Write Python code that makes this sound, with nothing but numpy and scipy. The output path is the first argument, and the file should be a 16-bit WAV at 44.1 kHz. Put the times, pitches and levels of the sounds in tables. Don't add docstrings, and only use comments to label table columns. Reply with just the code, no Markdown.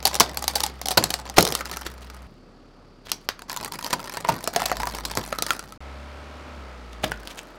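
import sys
import numpy as np
from scipy import signal
from scipy.fft import rfft, irfft, next_fast_len
from scipy.io import wavfile
from scipy.ndimage import map_coordinates

SR = 44100
rng = np.random.default_rng(int(sys.argv[2]) if len(sys.argv) > 2 else 0)


def to_wav(sig):
    pcm = np.clip(np.atleast_2d(sig), -1, 1) * 32767
    pcm = np.round(pcm).astype(np.int16)
    wavfile.write(sys.argv[1], SR, pcm.T)


N = 334273
TIME = np.arange(N) / SR

# (time [s], tear length [s], crack level [dB], shell level [dB])
SNAP_EVENTS = [(0.0532, 0.0016, -13.5, -19.5), (0.199, 0.0029, -13, -30.5), (0.2046, 0.0039, -11, -11),
               (0.4797, 0.0011, -18, -26), (0.554, 0.0046, -18.5, -25), (0.634, 0.0049, -19.5, -23.5),
               (0.906, 0.01, -22.5, -24), (0.9725, 0.0057, -12, -12.5), (1.3812, 0.0042, -10, -4),
               (1.406, 0.0025, -19, -29), (1.606, 0.0055, -37, -28.5), (3.1168, 0.0013, -20.5, -31),
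               (3.289, 0.00046, -24, -23.5), (3.9285, 0.0043, -22, -17.5), (4.1712, 0.00086, -33, -28.5),
               (4.248, 0.00093, -40.5, -23), (4.287, 0.0057, -26.5, -14), (4.475, 0.0016, -25, -23),
               (4.561, 0.0026, -22, -17), (4.6192, 0.0014, -32, -21.5), (4.656, 0.0031, -22.5, -26.5),
               (4.7158, 0.0011, -33, -19.5), (4.7997, 0.0025, -34.5, -27.5), (4.8325, 0.0011, -35.5, -23.5),
               (4.87, 0.0025, -32.5, -25.5), (5.051, 0.0043, -26, -31), (5.1717, 0.0026, -25.5, -23),
               (5.326, 0.0014, -35, -23), (5.386, 0.0016, -29.5, -27.5), (5.5062, 0.00068, -22, -19),
               (7.037, 0.0066, -48, -22.5), (7.1183, 0.00075, -36.5, -25.5)]
# (time [s], level [dB], t60 [s])
TYRE_DROPS = [(0.205, -24, 0.14), (.975, -21.5, 0.31), (1.382, -17, 0.2), (3.117, -43.5, 0.19),
              (3.93, -33, 0.21), (4.291, -25, 0.31), (5.175, -23, 0.14), (7.039, -30, 0.39)]
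# (start [s], end [s], splinter gain [dB], shell pitch [Hz])
TREAD_PRESSES = [(0, .65, -41, 854), (0.84, 1.298, -45.5, 788), (1.373, 1.499, -32, 471),
                 (1.598, 1.88, -42.5, 1350), (2.023, 2.14, -51, 1400), (3.101, 3.29, -72, 1540),
                 (3.491, 4.3, -42.5, 982), (4.535, 4.72, -38, 700), (4.773, 5.2, -41.5, 960),
                 (5.38, 5.547, -41, 1330), (7.025, 7.05, -43, 667), (7.12, 7.4, -50, 1455)]
# (frequency [Hz], relative level [dB])
CRACK_SPECTRUM = [(600, -25.5), (1500, -15.5), (2800, -2.5), (4500, 5), (7000, -1.5), (12000, -3),
                  (16000, -5.5)]
# (frequency [Hz], relative level [dB])
SHELL_SPECTRUM = [(60, -4), (280, 3), (2000, -1), (3000, -9.5), (6000, -40.5)]
# (frequency [Hz], relative level [dB])
TYRE_SPECTRUM = [(25, -18.5), (150, 5), (330, -2), (900, -12), (3000, -47)]


def amp(db):
    return 10 ** (np.asarray(db) / 20)


def unit(x):
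    return x / np.sqrt(np.mean(x ** 2) + 1e-20)


def along(points, hz):
    f, v = np.transpose(points)
    return np.interp(np.log(hz + 1), np.log(f + 1), v)


def wobble(rate):
    return map_coordinates(rng.standard_normal(int(N * rate / SR) + 4), [TIME * rate])


def filtered(x, response):
    size = next_fast_len(len(x) + SR // 8)
    hz = np.fft.rfftfreq(size, 1 / SR)
    return irfft(rfft(x, size) * response(hz), size)[:len(x)]


def shaped(x, spectrum):
    return filtered(x, lambda hz: amp(along(spectrum, hz)))


def noise(spectrum):
    return unit(shaped(rng.standard_normal(N), spectrum))


def add(track, s, sound):
    part = track[max(round(s * SR), 0):][:len(sound)]
    part += sound[:len(part)]


def driving():
    # (start [s], rumble level [dB], whirr level [dB])
    stretches = [(0, -53.5, -52), (2.27, -49.5, -53.5), (5.79, -54.5, -46.5)]
    # (time [s], firing rate [Hz])
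    firing_rates = [
        [(0, 64.3), (.55, 66.66), (.9, 62.36), (2.25, 62.54)],
        [(3.9, 36.02), (4.85, 54.33), (5.15, 52.97), (5.45, 49.37), (5.78, 47.05)],
        [(5.8, 67.22), (6.25, 71.37), (6.5, 72.06), (6.78, 61.04), (7.14, 55.2), (7.4, 43.56)],
    ]
    state = np.zeros((3, N))
    for (start, rumble_db, whirr_db), rates in zip(stretches, firing_rates):
        times, hz = np.transpose(rates)
        firing_hz = np.interp(TIME, times, hz)
        now = (TIME >= start) | (state[0] == 0)
        state = np.where(now, np.broadcast_arrays(firing_hz, rumble_db, whirr_db), state)
    return state


def cyclic(phase, levels_db, size=1024):
    harmonics = amp(levels_db) * np.exp(2j * np.pi * rng.random(len(levels_db)))
    wave = irfft(np.append(0, harmonics), size)
    angle = np.arange(size) * 2 * np.pi / size
    return unit(np.interp(phase, angle, wave, period=2 * np.pi))


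def bonnet(x):
    # (frequency [Hz], relative level [dB])
    whirr_spectrum = [(130, -10.5), (240, 2), (620, 0.5), (1290, -0.5), (2000, -3), (4400, -8), (9000, -22),
                      (16000, -34)]
    # (frequency [Hz], boost [dB])
    panel_modes = [(248, 8.5), (600, 6), (1285, 6)]
    width = 0.031

    def response(hz):
        boost_db = sum(db / (1 + ((hz / centre - 1) / width) ** 2) for centre, db in panel_modes)
        return amp(along(whirr_spectrum, hz) + boost_db)

    return unit(filtered(x, response))


def car(count=130):
    # (multiple of the firing rate, relative level [dB])
    exhaust_orders = [(1, 2.5), (2, -15), (3, -12), (4, -12)]
    # (firing rate [Hz], hum level before the surge [dB])
    exhaust_resonances = [(36, -55), (47, -53), (54, -39.5), (60, -42), (63, -43), (68.5, -39.5), (72, -44)]
    # (frequency [Hz], relative level [dB])
    rumble_spectrum = [(15, -41.5), (90, 0.5), (250, -0.5), (450, -6.5), (2000, -41.5), (12000, -75)]
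    # (frequency [Hz], relative level [dB])
    hiss_spectrum = [(3300, -18.5), (4600, 12.5), (6300, -9.5), (15000, -51.5)]
    creep_hz, db_per_octave = 60, 6

    firing_hz, rumble_db, whirr_db = driving()
    effort_db = db_per_octave * np.log2(firing_hz / creep_hz)
    rumble_db, whirr_db = rumble_db + effort_db, whirr_db + effort_db
    phase = 2 * np.pi * np.cumsum(firing_hz * (1 + .0022 * wobble(13))) / SR

    surge_db = 5 * np.exp(-((TIME - 4.8) / 0.034) ** 2)
    orders = np.arange(1, count + 1)
    hum_wave = cyclic(phase, along(exhaust_orders, orders[:len(exhaust_orders)]))
    hum = amp(along(exhaust_resonances, firing_hz) + surge_db) * hum_wave

    clatter_db = 3 * rng.standard_normal(count) - 30 * (orders / count) ** 3
    clatter = amp(whirr_db + wobble(10)) * bonnet(cyclic(phase / 2, clatter_db))

    rumble = amp(rumble_db + wobble(4.6)) * noise(rumble_spectrum)
    whirr = amp(whirr_db - 3) * bonnet(rng.standard_normal(N))
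    beat = 1 + 0.2 * np.cos(phase)
    return hum + clatter + beat * (rumble + whirr) + amp(-69.5) * noise(hiss_spectrum)


def grinding():
    attack_s, release_db_per_s = 0.01, 105.5
    shatter_db, shatter_db_per_s = -12.5, 76
    gain = np.zeros(N)
    for start, end, db, _ in TREAD_PRESSES:
        rise = np.clip((TIME - start) / attack_s + 1, 0, 1)
        release_db = release_db_per_s * np.maximum(TIME - end, 0)
        gain = np.maximum(gain, rise * amp(db - release_db))
    for s, db, _ in TYRE_DROPS:
        shower_db = db + shatter_db - shatter_db_per_s * np.abs(TIME - s)
        gain = np.maximum(gain, (TIME > s) * amp(shower_db))
    return gain


def tread(lumpy_db=3):
    level_db = -8 + lumpy_db * wobble(25)
    return amp(level_db) * grinding() * noise(TYRE_SPECTRUM)


def piece(spectrum, centre_hz, focus_db, uneven_db, mode_db=0, mode_octaves=0.1, size=2048, count=130):
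    hz = np.fft.rfftfreq(size, 1 / SR)
    octave = np.log2((hz + 20) / centre_hz)
    knots = np.linspace(octave[0], octave[-1], count)
    ripple = np.interp(octave, knots, rng.standard_normal(count))
    hump = focus_db * np.log2(1 + (2 * octave) ** 2)
    mode = mode_db / (1 + (octave / mode_octaves) ** 2)
    db = along(spectrum, hz) - hump + mode + uneven_db * ripple
    cepstrum = irfft(np.log(amp(db)))
    cepstrum[1:size // 2] *= 2
    cepstrum[size // 2 + 1:] = 0
    return irfft(np.exp(rfft(cepstrum)))


def tear(length, jerk=0.43, stall_db=5, swell=0.19, size=1536, count=26):
    age = (np.arange(size) + 1) / SR / max(length, 2e-4)
    slips = rng.standard_normal(size) * np.exp(jerk * rng.standard_normal(size))
    knots = np.linspace(0, age[-1], count)
    stalls = amp(stall_db * np.interp(age, knots, rng.standard_normal(count)))
    return slips * stalls * (1 - np.exp(-age / swell)) * np.exp(-.75 * age ** 1.36)


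def struck(force, ring):
    sound = signal.fftconvolve(force, ring)
    return sound * np.sqrt(SR / 100 / np.sum(sound ** 2))


def splinter():
    pitch, hollow, span = rng.standard_normal(3)
    force = tear(0.0012 * np.exp(1.4 * span), size=384)
    edge_hz, body_hz = 5500 * np.exp(.4 * pitch), 1000 * np.exp(.2 * pitch)
    edge_ring = piece(CRACK_SPECTRUM, edge_hz, focus_db=2.5, uneven_db=4.5, size=512)
    body_ring = piece(SHELL_SPECTRUM, body_hz, focus_db=2.5, uneven_db=5.0, size=512)
    return struck(force, edge_ring) + amp(1.5 + 2.4 * hollow) * struck(force, body_ring)


def splinters(rate=130, spread_db=6.0, settle=0.024, count=1200, size=200):
    out = np.zeros(N)
    heap = [splinter() for _ in range(size)]
    times = np.cumsum(rng.exponential(1 / rate, count))
    strengths, choices = rng.standard_normal(count), rng.integers(size, size=count)
    for s, strength, which in zip(times, strengths, choices):
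        add(out, s, amp(spread_db * min(strength, 1.2) - 6.5) * heap[which])
    snap_times = np.sort(np.transpose(SNAP_EVENTS)[0])
    since_snap = np.abs(TIME - snap_times[np.searchsorted(snap_times, TIME) - 1])
    boost_db = 1.3 * np.exp(-since_snap / settle)
    return out * grinding() * amp(boost_db)


def shell(s, shell_db):
    collapse_db, flat_hz = -14, 1500
    nearest = min(TREAD_PRESSES, key=lambda press: max(press[0] - s, s - press[1]))
    part_hz = nearest[-1]
    if shell_db > collapse_db or part_hz > flat_hz:
        return piece(SHELL_SPECTRUM, part_hz, focus_db=2.8, uneven_db=1.5)
    note_hz = part_hz * np.exp(0.045 * rng.standard_normal())
    return piece(SHELL_SPECTRUM, note_hz, focus_db=1.5, uneven_db=2.5, mode_db=14)


def snaps():
    out = np.zeros(N)
    for s, length, crack_db, shell_db in SNAP_EVENTS:
        force = tear(length)
        edge_ring = piece(CRACK_SPECTRUM, 5600, focus_db=1.0, uneven_db=3.0)
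        add(out, s, amp(crack_db) * struck(force, edge_ring))
        add(out, s, amp(shell_db) * struck(force, shell(s, shell_db)))
    return out


def chips(length=0.0012, pitch_spread=0.17):
    # (time [s], level [dB])
    chip_events = [(0.0618, -28), (.0705, -22), (0.076, -23.5), (0.1435, -26.5), (0.1528, -24.5),
                   (0.1612, -33), (.372, -25), (0.425, -32), (.441, -29), (0.567, -32.5), (0.6039, -24.5),
                   (.664, -28), (.815, -32.5), (.857, -26.5), (0.8707, -34), (0.885, -22.5), (1.039, -18),
                   (1.104, -24.5), (1.14, -22), (1.2978, -35), (1.4262, -20), (1.451, -22), (1.475, -25.5),
                   (1.488, -35.5), (1.523, -25.5), (1.551, -21), (1.6554, -35.5), (1.714, -34.5),
                   (1.77, -32), (2.1, -45.5), (3.392, -45.5), (3.42, -43), (3.497, -32), (3.516, -35),
                   (3.529, -35.5), (3.5638, -32.5), (3.572, -31.5), (3.629, -39), (3.647, -31.5),
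                   (3.659, -40), (3.7211, -33.5), (3.741, -39.5), (3.7906, -38), (3.826, -37.5),
                   (3.845, -30), (3.864, -31.5), (3.906, -34.5), (4.002, -42), (4.042, -41.5),
                   (4.096, -37.5), (4.441, -32.5), (4.769, -33.5), (4.9484, -36.5), (5.114, -33),
                   (5.1526, -33.5), (5.423, -22), (5.465, -30), (5.593, -34), (5.723, -44.5), (7.2322, -52)]
    out = np.zeros(N)
    for s, db in chip_events:
        force = tear(length)
        knock_db = -15.5 + 0.58 * db
        chip_hz = 6590 * np.exp(pitch_spread * rng.standard_normal())
        ring = piece(CRACK_SPECTRUM, chip_hz, focus_db=1.6, uneven_db=3.0)
        add(out, s, amp(db) * struck(force, ring))
        add(out, s, amp(knock_db) * struck(force, shell(s, knock_db)))
    return out


def thumps():
    out, t = np.zeros(N), np.arange(SR // 2) / SR
    for s, db, t60 in TYRE_DROPS:
        boom = unit(shaped(rng.standard_normal(len(t)), TYRE_SPECTRUM))
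        onset = 1 - np.exp(-t / 0.0024)
        add(out, s, amp(db - 60 * t / t60) * onset * boom)
    return out


def scrunches(spread_db=8.0):
    # (time of the middle [s], level [dB])
    crumb_events = [(1.374, -22), (1.74, -32.5), (1.867, -27), (2.027, -41), (3.065, -38.5), (3.096, -36),
                    (6.931, -44.5), (7.043, -27), (7.275, -40), (7.308, -33.5), (7.385, -34.5)]
    # (frequency [Hz], relative level [dB])
    crumb_spectrum = [(400, 1), (3500, 2), (15000, -16.5)]
    swell_s = 0.0045
    gain = np.zeros(N)
    for s, db in crumb_events:
        gain += amp(db) / np.cosh(np.minimum(np.abs(TIME - s) / swell_s, 20))
    grains = rng.standard_normal(N) * amp(spread_db * wobble(1400))
    return gain * unit(shaped(grains, crumb_spectrum))


def yard(x, near_db=-13, near_t60=0.11, far_db=-19, count=24):
    # (frequency [Hz], t60 [s])
    wall_decay = [(600, 0.54), (5000, 0.27), (15000, 0.1)]
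    out, step = np.zeros(N), N // count + 1
    for start in range(0, N, step):
        hz, t, z = signal.stft(rng.standard_normal(SR // 2), SR, nperseg=256)
        decay = amp(-60 * t / along(wall_decay, hz)[:, None])
        far = signal.istft(z * decay, SR, nperseg=256)[1]
        age = np.arange(len(far)) / SR
        near = shaped(rng.standard_normal(len(far)), [(5000, 1.5), (15000, -8)])
        near *= amp(-60 * age / near_t60) * (age > .002)
        far *= np.minimum(age / 0.0047, 1)
        near_echo = amp(near_db) * near / np.linalg.norm(near)
        far_echo = amp(far_db) * far / np.linalg.norm(far)
        add(out, start / SR, signal.fftconvolve(x[start:start + step], near_echo + far_echo))
    return out


def scene(count=3):
    debris = splinters() + scrunches()
    direct, *echo_feeds = [snaps() + chips() + debris for _ in range(count + 1)]
    echo = sum(yard(feed) for feed in echo_feeds) / np.sqrt(count)
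    return (direct + echo + thumps() + tread() + car())[None]


def record(dry):
    clipped = np.clip(dry[0], -1, 1)
    audible = np.abs(TIME - 5.791) > .014
    top_hz = 15900
    return filtered(clipped * audible, lambda hz: 1 / np.sqrt(1 + (hz / top_hz) ** 140))[None]


dry = scene()
out = record(dry)
to_wav(out)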